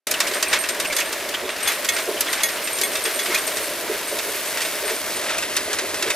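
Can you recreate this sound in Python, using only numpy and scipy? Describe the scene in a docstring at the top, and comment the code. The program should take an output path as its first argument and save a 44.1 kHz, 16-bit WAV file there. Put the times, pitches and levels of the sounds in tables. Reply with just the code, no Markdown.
"""A tractor idles and turns a cement mixer on a concrete yard while a hose sprays into the drum.
From the start wet gravel tumbles and booms in the steel shell, the loose drive knocks and a small
part pings. From 0.5 to 3.4 s a steel fitting clangs. After 3 s the listener slowly turns away;
the knocks thin out past 3.6 s and the spray is a little louder. From 5.4 s the knocks crowd in
again and the exhaust throbs harder."""
import sys
import numpy as np
from scipy import signal
from scipy.fft import rfft, irfft
from scipy.io import wavfile
from scipy.ndimage import uniform_filter1d, map_coordinates

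SR = 44100
rng = np.random.default_rng(int(sys.argv[2]) if len(sys.argv) > 2 else 0)


def dump(signal):
    """Clip the signal to [-1, 1] and save it as 16-bit WAV at the path in sys.argv[1]."""
    limited = np.clip(np.atleast_2d(signal).T, -1, 1)
    pcm = np.round(limited * 32767).astype(np.int16)
    wavfile.write(sys.argv[1], SR, pcm)


N = 271215
T = np.arange(N) / SR

# lumps of mix dropping on the shell: (time [s], level [dB])
LUMPS = [(.309, -31), (1.43, -22.5), (2.076, -18.5), (2.14, -25), (2.807, -23.5), (3.06, -25), (3.293, -21),
         (3.514, -29), (3.894, -19.5), (4.122, -24), (4.279, -26.5), (4.828, -23.5), (4.904, -21),
         (5.219, -24), (5.692, -23.5), (5.816, -26), (6.058, -20.5)]
# spectrum of sliding gravel and of engine clatter: (frequency [Hz], level [dB])
RATTLE_SPECTRUM = [(100, -50), (400, -16.5), (800, -5.5), (1150, -3.5), (1350, -2.5), (1650, -0.5),
                   (2150, -0.5), (3000, -5.5), (5000, -10.5), (8000, -15), (15000, -28)]


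def undb(db):
    """Decibels to gain."""
    return 10 ** (np.asarray(db) / 20)


def unit(x):
    """Scale to rms 1."""
    return x / np.sqrt(np.mean(x ** 2))


def curve(rows):
    """Join (time [s], value) rows by straight lines."""
    return np.interp(T, *np.transpose(rows))


def fade(t, t60_s):
    """Exponential decay, 60 dB in t60_s."""
    return np.exp(-np.log(1000) * t / np.maximum(t60_s, 1e-3))


def add(track, time_s, sound):
    """Mix a sound into a track."""
    i = max(int(time_s * SR), 0)
    track[i:i + len(sound)] += sound[:N - i]


def advance(x, samples):
    """Read a signal a fractional number of samples early."""
    return map_coordinates(x, [np.arange(N) + samples], order=5)


def lowpass(x, hz):
    """Gentle zero-phase low-pass."""
    return signal.sosfiltfilt(signal.butter(2, hz, fs=SR, output="sos"), x)


def colour(x, spectrum):
    """Minimum-phase filter from (frequency [Hz], level [dB]) rows, via the cepstrum."""
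    size = 8192
    hz, db = np.transpose(spectrum)
    bins_hz = np.fft.rfftfreq(size, 1 / SR)
    gain = undb(np.interp(np.log(bins_hz + 1), np.log(hz), db))
    cepstrum = irfft(np.log(gain))
    cepstrum[1:size // 2] *= 2
    cepstrum[size // 2 + 1:] = 0
    impulse_response = irfft(np.exp(rfft(cepstrum)))
    return signal.fftconvolve(x, impulse_response)[:len(x)]


def noise(spectrum):
    """Coloured noise, rms 1."""
    return unit(colour(rng.standard_normal(N), spectrum))


def wander(rate_hz):
    """Ramps between random values, rms 1."""
    hold = int(SR / rate_hz)
    steps = np.repeat(rng.standard_normal(N // hold + 1), hold)
    return unit(uniform_filter1d(steps, hold)[:N])


def ring(modes, mode_db=0, scatter_db=3.5):
    """One blow on a set of modes; each contact point excites them differently."""
    hz, db, t60_s = np.transpose(modes)[:, :, None]
    t = T[:SR // 4]
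    gain = undb(db + np.reshape(mode_db, (-1, 1)) + scatter_db * rng.standard_normal(hz.shape))
    phase = 2 * np.pi * (hz * t + rng.random(hz.shape))
    return np.sum(gain * fade(t, t60_s) * np.sin(phase), axis=0)


def grains(rate_hz, spread_db, t60_s):
    """Many small unequal impacts, each a noise burst; rms 1."""
    hits = rng.random(N) < rate_hz / SR
    sizes = undb(spread_db * np.minimum(rng.exponential(size=N), 4))
    power = signal.lfilter([1], [1, -fade(2 / SR, t60_s)], hits * sizes ** 2)
    return unit(np.sqrt(power) * rng.standard_normal(N))


def swell(peak_s, build_s, db, fall_ratio=0.8):
    """Power that grows exponentially to a peak and falls away."""
    distance = np.maximum(peak_s - T, (T - peak_s) / fall_ratio) / build_s
    return undb(db) ** 2 * np.exp(-2 * np.minimum(distance, 20))


def random_hits(count, mean_db, spread_db):
    """Random (time [s], level [dB]) rows."""
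    return [(when * T[-1], mean_db + spread_db * (2 * size - 1))
            for when, size in rng.random((count, 2))]


def engine(firing_hz=46.64, unevenness=0.88, hum_db=-64, clatter_db=-44):
    """Idling diesel: unequal firings ring the exhaust, and each sets off a short clatter."""
    # exhaust response: (frequency [Hz], level [dB])
    exhaust_spectrum = [(25, -31), (47, -13), (62, 0.5), (78, -0.5), (88, 4), (104, -9), (140, -10),
                        (170, -2.5), (250, -7), (500, -33), (1500, -50)]
    # exhaust throb at the listener: (time [s], level [dB])
    throb = [(0, -52), (1.1, -55.5), (3.1, -55.5), (4.0, -57.5), (5.35, -54.5), (5.65, -51.5),
             (6.15, -51.5)]
    cycle = np.cumsum(firing_hz * (1 + 0.0033 * wander(2))) / SR
    firings = np.diff(np.floor(cycle), prepend=0) * rng.normal(0.61, unevenness, N)
    exhaust = undb(curve(throb)) * unit(colour(firings, exhaust_spectrum))
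    hum = undb(hum_db) * np.sin(2 * np.pi * cycle)
    since_firing_s = cycle % 1 / firing_hz
    clatter = unit(fade(since_firing_s, t60_s=0.031) * noise(RATTLE_SPECTRUM))
    return exhaust + hum + undb(clatter_db) * clatter


def hose(gain_db=0.5, flutter_db=0.62):
    """Droplets hit the drum and the wet ground."""
    # spray as the aim shifts: (time [s], level [dB])
    spray_levels = [(.1, -34.5), (.8, -36), (1.1, -34), (1.52, -40), (1.68, -33), (2.55, -33.5),
                    (2.85, -31.5), (3.55, -31), (3.95, -33), (4.35, -30), (5.0, -31), (5.55, -32),
                    (6.15, -31.7)]
    # droplet impacts: (frequency [Hz], level [dB])
    spray_spectrum = [(150, -51), (800, -7), (2500, -1), (4500, -0.5), (7000, -3.5), (10000, -1),
                      (12500, -1), (15500, -11)]
    drops = grains(rate_hz=3000, spread_db=2, t60_s=0.006)
    level_db = curve(spray_levels) + gain_db + flutter_db * wander(18)
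    return undb(level_db) * unit(colour(drops, spray_spectrum))


def small_part(gain_db=-2):
    """A small loose part pings in two high modes, with faint random pings among the loud ones."""
    # loud pings: (time [s], level [dB])
    pings = [(.2768, -26), (.3431, -23.5), (.4813, -23), (.5881, -19.5), (.6888, -24), (.7986, -25),
             (.8724, -27), (.9495, -24), (1.0565, -29), (1.6287, -19), (1.731, -27), (1.9345, -21.5),
             (2.3226, -22), (2.6414, -22.5), (2.7302, -19.5), (2.8354, -22), (2.9407, -24), (3.0395, -20.5),
             (3.1428, -22), (3.2326, -23), (3.3802, -23), (3.4675, -22), (3.5558, -27), (3.628, -25.5),
             (4.0811, -28), (4.4757, -25), (4.8574, -22), (4.9576, -27), (5.1612, -25.5)]
    # modes of the part: (frequency [Hz], level [dB], t60 [s])
    modes = [(8647, 0, .21), (11376, -11, .3)]
    out = np.zeros(N)
    for time_s, db in pings + random_hits(26, mean_db=-33, spread_db=3):
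        add(out, time_s, undb(db + gain_db) * ring(modes, scatter_db=0.5))
    return out


def fitting(gain_db=4.5, pivot_hz=3600, middle_boost_db=4):
    """A steel fitting clangs, each contact with its own loudness and brightness."""
    # contacts: (time [s], level [dB], tilt [dB/octave])
    clangs = [(.5348, -31, -3), (.9837, -30, 0.5), (1.6756, -27, 2.5), (1.8874, -25.5, -7),
              (2.4349, -21.5, 1), (2.8347, -29.5, -1), (3.0545, -33, -2), (3.1914, -29.5, -2.5),
              (3.3454, -31, -1.5)]
    # modes of the fitting: (frequency [Hz], level [dB], t60 [s])
    modes = [(1880, -6, .22), (2170, 0, .12), (2540, -8, .13), (3392, -1, .11), (4140, -6, .08),
             (4865, -7, .1), (6465, 1, .11), (8774, -5, .09), (9863, 0, .1), (11068, -13, .16),
             (11242, -10, .24), (11495, -11, .24), (11874, -6, .2), (12376, -13, .2)]
    out = np.zeros(N)
    octaves = np.log2(np.clip(np.array(modes)[:, 0], 2200, 6400) / pivot_hz)
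    middle_db = middle_boost_db * np.maximum(1 - 2 * np.abs(octaves), 0)
    for time_s, db, tilt in clangs:
        clang = ring(modes, db + middle_db + tilt * octaves, scatter_db=1.5)
        add(out, time_s, undb(gain_db) * clang)
    return out


def drive_knocks(base_t60_s=0.078, t60_halving_db=42, chatter_db=1.5):
    """Slack in the drive closes: a crack, then the frame rattles. Harder is brighter and shorter."""
    # loud knocks: (time [s], level [dB], hardness as treble over body [dB])
    knocks = [(.070, -24.5, 5), (0.1112, -19, 12), (0.138, -29, -9), (0.2028, -17, -1.5), (.27, -24.5, -4),
              (.336, -30, -8), (0.4263, -19, 2), (0.529, -20, -12), (.6373, -30.5, -16), (0.688, -23, -3),
              (.7996, -21, 0), (0.8487, -31, 2), (.925, -26, -1), (.9652, -19.5, 7), (.9858, -29, -9),
              (1.003, -25.5, 2), (1.127, -27.5, -1), (1.289, -29, 7), (1.3392, -34, -21),
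              (1.4903, -37, -26), (1.6735, -26.5, -4), (1.719, -28, 3), (1.8463, -25, 0), (1.8891, -20, 6),
              (1.964, -28.5, -12), (1.9855, -30.5, -1), (2.2074, -17.5, 14), (2.3288, -21.5, 0),
              (2.4333, -21, 11), (2.487, -28, -8), (2.672, -29.5, -12), (2.785, -26, 1), (2.8133, -20, 8),
              (2.954, -27, -9), (3.0522, -28, -14), (3.1937, -30, -12), (3.2577, -30, -12),
              (3.3471, -23.5, 0), (3.476, -26, 3), (3.57, -25.5, -1), (4.188, -27.5, -6.5),
              (4.572, -28.5, -12.5), (4.6174, -28.5, 0), (4.902, -31, -7), (5.382, -25, 9),
              (5.4242, -28.5, -11), (5.566, -18.5, 2), (5.73, -23.5, -2), (5.7865, -24, -5),
              (5.943, -28, -9.5), (6.024, -25, -3), (6.102, -21, 0.5)]
    # low, middle and high bands of the rattle: (frequency [Hz], level [dB])
    body_spectrum = [(70, -47), (200, -32.5), (500, -2), (800, -8), (1200, -2.5), (1900, 3.5), (2700, 0),
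                     (3600, -1.5), (6000, -18.5), (12000, -26)]
    edge_spectrum = [(300, -50), (1500, -6), (3500, 1.5), (5000, 5), (7000, 3.5), (8500, 1.5),
                     (11000, -8.5), (16000, -33)]
    top_spectrum = [(1500, -48), (5000, -23), (8500, -1), (10500, 4.5), (13000, 4.5), (16000, -16)]
    # modes of the tube frame: (frequency [Hz], level [dB], t60 [s])
    frame_modes = [(1140, -0.5, 0.15), (1507, 2, 0.13), (1676, -9, 0.2), (1897, 2, 0.22), (2656, 7, 0.12),
                   (3670, 4.5, 0.12), (4430, -14, 0.12), (4950, 5, 0.076), (5800, -10, 0.057)]
    soft_taps = [(time_s, db, -3.5) for time_s, db in random_hits(16, mean_db=-32, spread_db=5.5)]
    body, edge, top, frame = np.zeros((4, N))
    t = T[:SR // 4]
    attack = 1 - fade(t, t60_s=0.0091)
    crack = undb(-3) * fade(t, t60_s=0.01)
    tail = undb(-16) * fade(t, t60_s=0.33)
    for time_s, db, hardness_db in knocks + soft_taps:
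        t60_s = base_t60_s * 2 ** (-hardness_db / t60_halving_db)
        low_db, high_db = db - hardness_db / 2, db + hardness_db / 2
        add(body, time_s, undb(low_db - 1.1) * attack * (fade(t, t60_s) + tail))
        add(edge, time_s, undb(db) * (undb(3.5) * attack * fade(t, t60_s) + crack))
        add(top, time_s, undb(high_db - 2) * fade(t, 0.59 * t60_s))
        add(frame, time_s, undb(low_db - 16) * ring(frame_modes))
    chatter = undb(chatter_db * wander(350))
    rattle = body * noise(body_spectrum) + edge * noise(edge_spectrum) + top * noise(top_spectrum)
    return frame + chatter * rattle


def drive(tremble_db=2.2):
    """The drive knocks; the steel parts tremble against their seats as they ring."""
    knocks = drive_knocks()
    steel = fitting() + small_part()
    return knocks + steel * undb(tremble_db * wander(200))


def tumbling(turn_s=2.56, crest_s=0.58, roll_db=-35, trickle_db=-30, spill_delay_s=0.023):
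    """Rolling and sliding levels [dB]; both swing slightly with each turn of the drum."""
    # gravel slides off a paddle, gathers pace, stops: (peak time [s], build-up [s], level [dB])
    slides = [(.24, 0.067, -25.5), (.37, .03, -25), (.55, 0.051, -18.5), (.99, 0.15, -27.5),
              (1.70, 0.07, -20), (1.99, .06, -26), (2.27, 0.084, -27), (2.41, .07, -24), (2.57, .03, -25),
              (2.92, .05, -33), (3.08, 0.042, -26.5), (3.35, .06, -20.5), (3.95, .05, -28.5),
              (4.54, 0.16, -31.5), (4.89, 0.036, -25.5), (5.31, 0.053, -20.5), (5.72, 0.073, -28),
              (6.08, .035, -23)]
    turn = np.cos(2 * np.pi * (T - crest_s) / turn_s)
    slide_power = undb(trickle_db + 0.1 * turn) ** 2
    for peak_s, build_s, db in slides:
        slide_power += swell(peak_s, build_s, db)
    roll_power = undb(roll_db + 0.84 * turn + 0.44 * wander(9)) ** 2
    for time_s, db in LUMPS:  # loose mix lands just after each lump
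        roll_power += swell(time_s + spill_delay_s, build_s=0.057, db=db - 12.5)
    return 10 * np.log10(roll_power), 10 * np.log10(slide_power)


def chink(hz, pitch_spread=0.0465, span_s=0.014, contacts=8):
    """A stone chatters on steel; each contact rings briefly near the same pitch."""
    out, t = np.zeros(SR // 8), T[:SR // 16]
    decay = fade(t, t60_s=0.036)
    for i, detune in enumerate(rng.standard_normal(contacts)):
        tone = np.sin(2 * np.pi * hz * (1 + pitch_spread * detune) * t) * decay
        add(out, span_s * (i + rng.random()) / contacts, tone / np.sqrt(contacts))
    return out


def stones(slide_db, loud_gain_db=5, small_count=110):
    """Stones strike the drum: a few loud ones, and many whose level follows the sliding gravel."""
    # loudest stones: (time [s], pitch [Hz], level [dB])
    loud_stones = [(.138, 2900, -21.5), (.256, 2180, -21.5), (.464, 2440, -23), (.516, 1740, -21),
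                   (.563, 2120, -20), (.847, 2570, -19), (.900, 2180, -19), (.922, 1890, -18),
                   (1.008, 2700, -20), (1.339, 3250, -20), (1.449, 3580, -28), (1.652, 3380, -26),
                   (1.963, 2140, -21), (2.166, 3060, -26), (2.268, 3250, -22.5), (2.284, 1920, -22),
                   (3.314, 2100, -23), (3.348, 2400, -17), (4.880, 2010, -25), (5.286, 1910, -25),
                   (5.382, 2580, -21.5), (6.103, 2370, -18)]
    out = np.zeros(N)
    for time_s, hz, db in loud_stones:
        add(out, time_s, undb(db + loud_gain_db) * chink(hz))
    for when, smallness, force in rng.random((small_count, 3)):
        i = int(when * N)
        db = slide_db[i] - 4 + 8 * force - 7 * smallness
        add(out, T[i], undb(db) * chink(hz=1400 * 4 ** smallness))
    return out


def drum(roll_db, slide_db, lump_gain_db=-11.5):
    """Wet gravel rolls on the shell and slides down it; heavier lumps make the shell boom."""
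    # load rolling on the shell: (frequency [Hz], level [dB])
    rumble_spectrum = [(40, -67), (125, -27.5), (170, -17.5), (260, -10), (330, -4.5), (430, -2),
                       (490, -6.5), (605, 2), (700, -4), (790, -18), (1000, -9), (1500, -30), (4000, -53)]
    # modes of the shell: (frequency [Hz], level [dB], t60 [s])
    shell_modes = [(331.4, -2, 0.14), (378.5, 7.5, 0.14), (416, 3, 0.24), (443.2, 8.5, 0.14),
                   (527, -10, 0.1), (603, -2, 0.17)]
    rumble = unit(colour(grains(rate_hz=620, spread_db=0.5, t60_s=0.058), rumble_spectrum))
    slide = unit(colour(grains(rate_hz=1400, spread_db=2, t60_s=0.063), RATTLE_SPECTRUM))
    soft_attack = 1 - fade(T[:SR // 4], t60_s=0.039)
    booms = np.zeros(N)
    for time_s, db in LUMPS:
        add(booms, time_s, undb(db + lump_gain_db) * soft_attack * ring(shell_modes))
    return undb(roll_db + 1) * rumble + undb(slide_db - 2) * slide + booms


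def sources():
    """Three mono groups: tractor and drum, hose, drive."""
    roll_db, slide_db = tumbling()
    tractor_and_drum = engine() + drum(roll_db, slide_db) + stones(slide_db)
    return np.array([tractor_and_drum, hose(), drive()])


def scene(hose_pan_db=1, drive_pan_db=-1, boom_pan_db=-1.5, bend_hz=3000, bend_ratio=2.15):
    """Drum ahead, hose to the left, drive and low boom slightly right; positive pan is left."""
    # scatter from ground and wall, side over mid: (frequency [Hz], level [dB])
    scatter_spectrum = [(100, -29), (300, -32), (600, -16.5), (1200, -19), (2200, -19.5), (4000, -11),
                        (8000, -4.5), (13000, -2)]
    # the listener turns away from the mixer: (time [s], left-ear lead [samples])
    left_lead = [(0, 0), (3.0, 0), (4.9, 0.62), (5.4, 1.26), (6.15, 1.14)]
    groups = sources()
    mid = groups.sum(axis=0)
    # fresh noise in the scatter makes the treble differ between the ears
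    side = colour(undb([0, 0, -1]) @ sources(), scatter_spectrum)
    side += (undb([0, hose_pan_db / 2, drive_pan_db / 2]) - 1) @ groups
    side += (undb(boom_pan_db / 2) - 1) * lowpass(mid, hz=900)
    # long waves bend round the listener and reach the far ear later than short ones
    lows = lowpass(mid, bend_hz)
    highs = mid - lows
    shift = curve(left_lead) / 2
    return np.array([advance(lows, ear * shift * bend_ratio) + advance(highs, ear * shift) + ear * side
                     for ear in (1, -1)])


def record(dry, start_s=0.068, top_hz=15400):
    """Near silence until start_s; peaks are rounded and the highest treble is cut."""
    gate = np.clip((T - start_s) / 0.002, undb(-62), 1)
    treble_cut = signal.ellip(8, 0.2, 70, top_hz, fs=SR, output="sos")
    return signal.sosfilt(treble_cut, np.tanh(dry) * gate)


dry = scene()
out = record(dry)
dump(out)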